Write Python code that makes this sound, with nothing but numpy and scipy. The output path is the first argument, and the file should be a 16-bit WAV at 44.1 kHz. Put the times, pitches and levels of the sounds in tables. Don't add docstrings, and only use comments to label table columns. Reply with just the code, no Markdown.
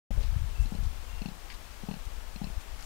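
import sys
import numpy as np
from scipy import signal
from scipy.io import wavfile
from scipy.ndimage import uniform_filter1d

SR = 44100
rng = np.random.default_rng(int(sys.argv[2]) if len(sys.argv) > 2 else 0)


def invert_db(level):
    return 10 ** (np.asarray(level, dtype=float) / 20)


def transcribe(u):
    v = np.clip(np.atleast_2d(u).T, -1, 1)
    q = np.round(v * 32767).astype(np.int16)
    wavfile.write(sys.argv[1], SR, q)


N = 125685


def add(mix, start_s, sound):
    part = mix[round(start_s * SR):][:len(sound)]
    part += sound[:len(part)]


def evened(x):
    return x / np.sqrt(np.mean(x ** 2) + 1e-20)


def smooth(x, size, axis=-1):
    return uniform_filter1d(x, size=size, axis=axis)


def read(points, hz):
    f, value = np.transpose(points)
    return np.interp(np.log(hz + 1), np.log(f + 1), value)


def resonate(x, hz, width_hz):
    b, a = signal.iirpeak(hz, hz / width_hz, SR)
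    return signal.lfilter(b, a, signal.lfilter(b, a, x))


def field(size, db_of):
    hop = size // 4
    frames, hz = N // hop + 5, np.fft.rfftfreq(size, 1 / SR)
    real, imag, patch = rng.standard_normal((frames, len(hz), 3)).T
    t = np.arange(frames) * hop / SR
    spectra = (real + 1j * imag) * invert_db(db_of(hz[:, None], t[None], patch))
    return signal.istft(spectra, nperseg=size, noverlap=size - hop)[1][:N]


# (frequency [Hz], level [dB], T60 [s])
THROAT_RINGS = [(422, -23.5, 0.039), (590, -29, 0.025), (816, -19.5, 0.026)]


def pulse(db, sac_hz, chance):
    sac_t60_s, push_s, snap_shut_s = 0.042, 0.002, 0.002
    open_from, open_s = 0.8, 0.0014
    t = np.arange(0, .09, 1 / SR)
    push = 1 - np.exp(-(t / push_s) ** 2)
    ring = invert_db(-60 * t / sac_t60_s) * np.sin(2 * np.pi * sac_hz * t + np.pi) * push
    late = np.maximum(t - snap_shut_s, 0)
    opening = late - (1 - open_from) * open_s * (1 - np.exp(-late / open_s))
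    for (hz, ring_db, t60_s), c in zip(THROAT_RINGS, chance):
        tone = np.sin(2 * np.pi * hz * (1 + 0.029 * c) * opening)
        ring = ring + invert_db(ring_db + 2.5 * c - 60 * late / t60_s) * tone
    return invert_db(db + 7.5) * ring


# (time [s], level [dB], air-sac pitch [Hz])
KNOCK_EVENTS = [
    (0.1065, -29.5, 200),
    (0.6546, -34.5, 221),
    (1.2163, -27.5, 199),
    (1.834, -30.5, 192),
    (2.358, -33.5, 195),
]


def knocks():
    out = np.zeros(N)
    for s, db, hz in KNOCK_EVENTS:
        add(out, s, pulse(db, hz, rng.standard_normal(len(THROAT_RINGS))))
    return out


# (start [s], first gap [s], gap growth per pulse [ratio])
RUN_EVENTS = [
    (.7198, .028, 1.24),
    (1.2562, .0275, 1.13),
    (1.8857, .025, 1.05),
    (2.4145, .025, 1.13),
]
# (level [dB], fade per pulse [dB])
RUN_EFFORT = [
    (-24.5, -3.5),
    (-24, -5.5),
    (-23, -3),
    (-23.5, -3.5),
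]


def runs():
    pulses, sac_hz, sag_ratio, fade_bend = 4, 187.4, 0.97, 1.27
    out = np.zeros(N)
    for (s, gap_s, slowing), (db, fade_db) in zip(RUN_EVENTS, RUN_EFFORT):
        for k in range(pulses):
            chance = rng.standard_normal(len(THROAT_RINGS))
            add(out, s, pulse(db + fade_db * k ** fade_bend, sac_hz * sag_ratio ** k, chance))
            s = s + gap_s * slowing ** k
    return out


# (time [s], level [dB], upper rings [dB], upper pitch [ratio])
SNAP_EVENTS = [(.658, -60, 4.5, 0.99), (.7515, -63, 7.5, .98), (1.2185, -51, -2.5, 1.01),
               (1.259, -49, -4.5, 1.02), (1.2862, -59.5, 3.5, .97), (1.888, -57, -8, 1.0),
               (1.913, -52.5, -6, 1.0), (1.94, -56, -2.5, .99), (2.3604, -54.5, 1, 1),
               (2.4425, -54.5, 3, 0.98), (2.47, -56.5, -7, 1.0)]
# (frequency [Hz], width [Hz], level [dB])
MOUTH_RINGS = [
    (2680, 300, 0),
    (4200, 260, 0),
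    (5450, 320, -7),
]


def snaps():
    snap_s, breath, tick = .002, .36, 8.0
    out, t = np.zeros(N), np.arange(0, .03, 1 / SR)
    for s, db, upper_db, upper_ratio in SNAP_EVENTS:
        puff = rng.standard_normal(len(t)) * np.exp(-t / (3 * snap_s))
        drive = breath * puff + tick * (t == 0)
        snap = np.zeros(len(t))
        for k, (hz, width_hz, ring_db) in enumerate(MOUTH_RINGS):
            if k > 0:
                hz, ring_db = hz * upper_ratio, ring_db + upper_db
            snap += invert_db(ring_db) * evened(resonate(drive, hz, width_hz))
        add(out, s, invert_db(db) * snap)
    return out


def monkey():
    voice = knocks() + runs() + snaps()
    t = np.arange(0, .12, 1 / SR)
    scatter = rng.standard_normal(len(t)) * invert_db(-60 * t / 0.05) * np.minimum(t / .006, 1)
    scatter = scatter / np.linalg.norm(scatter)
    return voice + invert_db(-22.5) * signal.oaconvolve(voice, scatter)[:N]


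# (time [s], level [dB])
GUST_LEVELS = [(.11, -29.5), (.21, -29), (.31, -31), (.44, -30.5), (.53, -33.5), (.6, -30.5), (.72, -35),
               (.84, -30), (1.02, -41.5), (1.14, -32.5), (1.28, -43.5), (1.62, -42), (1.75, -47),
               (2.02, -39.5), (2.46, -40), (2.58, -31.5), (2.64, -46.5), (2.74, -38.5)]
# (frequency [Hz], level per Hz [dB])
BUFFET_SPECTRUM = [(10, 2.5), (30, 9), (50, -2), (75, -12), (120, -23.5), (200, -38), (350, -52),
                   (2000, -130)]


def wind():
    gust_ref_db, brighten, lump_db = -36, .65, 2.5
    times, levels = np.transpose(GUST_LEVELS)

    def gusty(hz, t, patch):
        octaves = np.clip(np.log2(hz / 36 + 0.011), 0, 2.2)
        excess_db = np.interp(t, times, levels) - gust_ref_db
        return read(BUFFET_SPECTRUM, hz) + brighten * octaves * excess_db

    lumps = evened(smooth(smooth(rng.standard_normal(N), 900), 900))
    x = field(2048, gusty)
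    x = x / np.sqrt(smooth(smooth(x ** 2, 4000), 4000) + 1e-12)
    gust_db = np.interp(np.arange(N) / SR, times, levels)
    return x * invert_db(gust_db + lump_db * lumps + 5.5)


# (time [s], level [dB], frequency [Hz])
THUD_EVENTS = [(0.118, -19.5, 44.7), (0.149, -27.5, 60), (0.171, -26, 40), (0.208, -15.5, 41),
               (0.249, -17.5, 44.8), (0.27, -18.5, 38), (0.329, -15.5, 58), (0.366, -12.5, 72.6),
               (.42, -13.5, 51.3), (0.442, -18.5, 65.4), (0.458, -22, 50), (0.603, -11, 46.3),
               (0.621, -17.5, 53.5), (0.804, -23, 45), (0.867, -14, 50), (1.141, -25, 48.7),
               (1.176, -24.5, 39.8), (2.071, -22.5, 45), (2.575, -17.5, 38.3)]


def thuds():
    out = np.zeros(N)
    for s, db, hz in THUD_EVENTS:
        turns = np.arange(-1.5, 1.5, hz / SR)
        push = np.exp(-(turns / 0.34) ** 2) * np.cos(2 * np.pi * turns)
        add(out, s - 1.477 / hz, invert_db(db) * push)
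    return out


# (start [s], length [s], level [dB], centre [Hz], width [Hz])
RUSTLE_EVENTS = [(.107, 0.011, -39.5, 570, 150), (.108, 0.011, -48, 1930, 300),
                 (0.169, 0.11, -47, 470, 394), (0.204, 0.11, -49.5, 3330, 4070),
                 (0.601, 0.06, -52.5, 6960, 6000), (0.832, 0.057, -52.5, 3980, 5000),
                 (1.497, 0.045, -44, 2220, 1500), (1.495, 0.046, -50, 4700, 1000),
                 (1.524, .006, -45, 3500, 4000), (1.538, .025, -48.5, 3800, 3000),
                 (2.05, .02, -52.5, 5000, 6000), (2.603, 0.038, -53, 5000, 8000),
                 (2.792, 0.016, -46, 2470, 4000), (2.806, 0.012, -50, 6000, 3000),
                 (2.824, 0.0088, -41, 3970, 6960), (2.832, 0.027, -49.5, 6500, 4000)]


def rustles():
    crackles_per_s = 2400
    out = np.zeros(N)
    for s, length_s, db, hz, width_hz in RUSTLE_EVENTS:
        t = np.arange(0, min(length_s, .085), 1 / SR)
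        chance, size, noise = rng.random((3, len(t)))
        noise = noise - .5
        crackles = (chance < crackles_per_s / SR) * -np.log(size + 1e-9) * np.sign(noise)
        brush = evened(resonate(crackles + 0.59 * noise, hz, width_hz))
        add(out, s, invert_db(db) * np.sin(np.pi * (t / length_s) ** 0.39) * brush)
    return out


# (frequency [Hz], level per Hz [dB])
LEAF_SPECTRUM = [(88, 6), (150, -4.5), (213, 1), (308, -3.5), (846, 0), (1740, -5), (2660, -6.5),
                 (7170, -13), (15600, -21.5)]


def leaves():
    def patchy(hz, t, patch):
        return read(LEAF_SPECTRUM, hz) + 0.73 * evened(smooth(smooth(patch, 10, 0), 8, 1))

    return invert_db(-52.5 + 5.5) * evened(field(1024, patchy))


# (start [s], length [s], level [dB], pitch [Hz], throb depth [dB])
BIRD_NOTES = [
    (0.536, .125, -62, 2660, 5.5),
    (1.076, .15, -63.5, 2760, 2.5),
]


def bird():
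    throb_hz = 23.5
    out = np.zeros(N)
    for s, length_s, db, hz, throb_db in BIRD_NOTES:
        t = np.arange(0, length_s, 1 / SR)
        throb = -np.cos(2 * np.pi * throb_hz * t)
        swell = np.sin(np.pi * t / length_s) ** .3
        add(out, s, invert_db(db + 9 + throb_db * throb) * swell * np.sin(2 * np.pi * hz * t))
    return out


def scene():
    return np.tile(monkey() + wind() + thuds() + rustles() + leaves() + bird(), (2, 1))


def roll_off(x):
    return signal.sosfilt(signal.butter(12, 16440, fs=SR, output="sos"), x)


INPUT_HISS = [
    [-70.5],
    [-58.5],
]


def record(dry):
    leak_db, bass_cut_hz, edge_hz, start_s = -32.5, 26, 15780, .1058
    left = signal.lfilter(*signal.butter(1, bass_cut_hz, "high", fs=SR), dry[0])
    both = np.array([left, invert_db(leak_db) * dry[1]])
    both = both + invert_db(INPUT_HISS) * rng.standard_normal((2, N))
    gate = np.clip((np.arange(N) / SR - start_s) / 0.0013, 0, 1)
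    edge = signal.firwin(401, edge_hz, window=("kaiser", 8), fs=SR)
    return roll_off(signal.oaconvolve(both * gate, edge[None], "same"))


dry = scene()
out = record(dry)
transcribe(out)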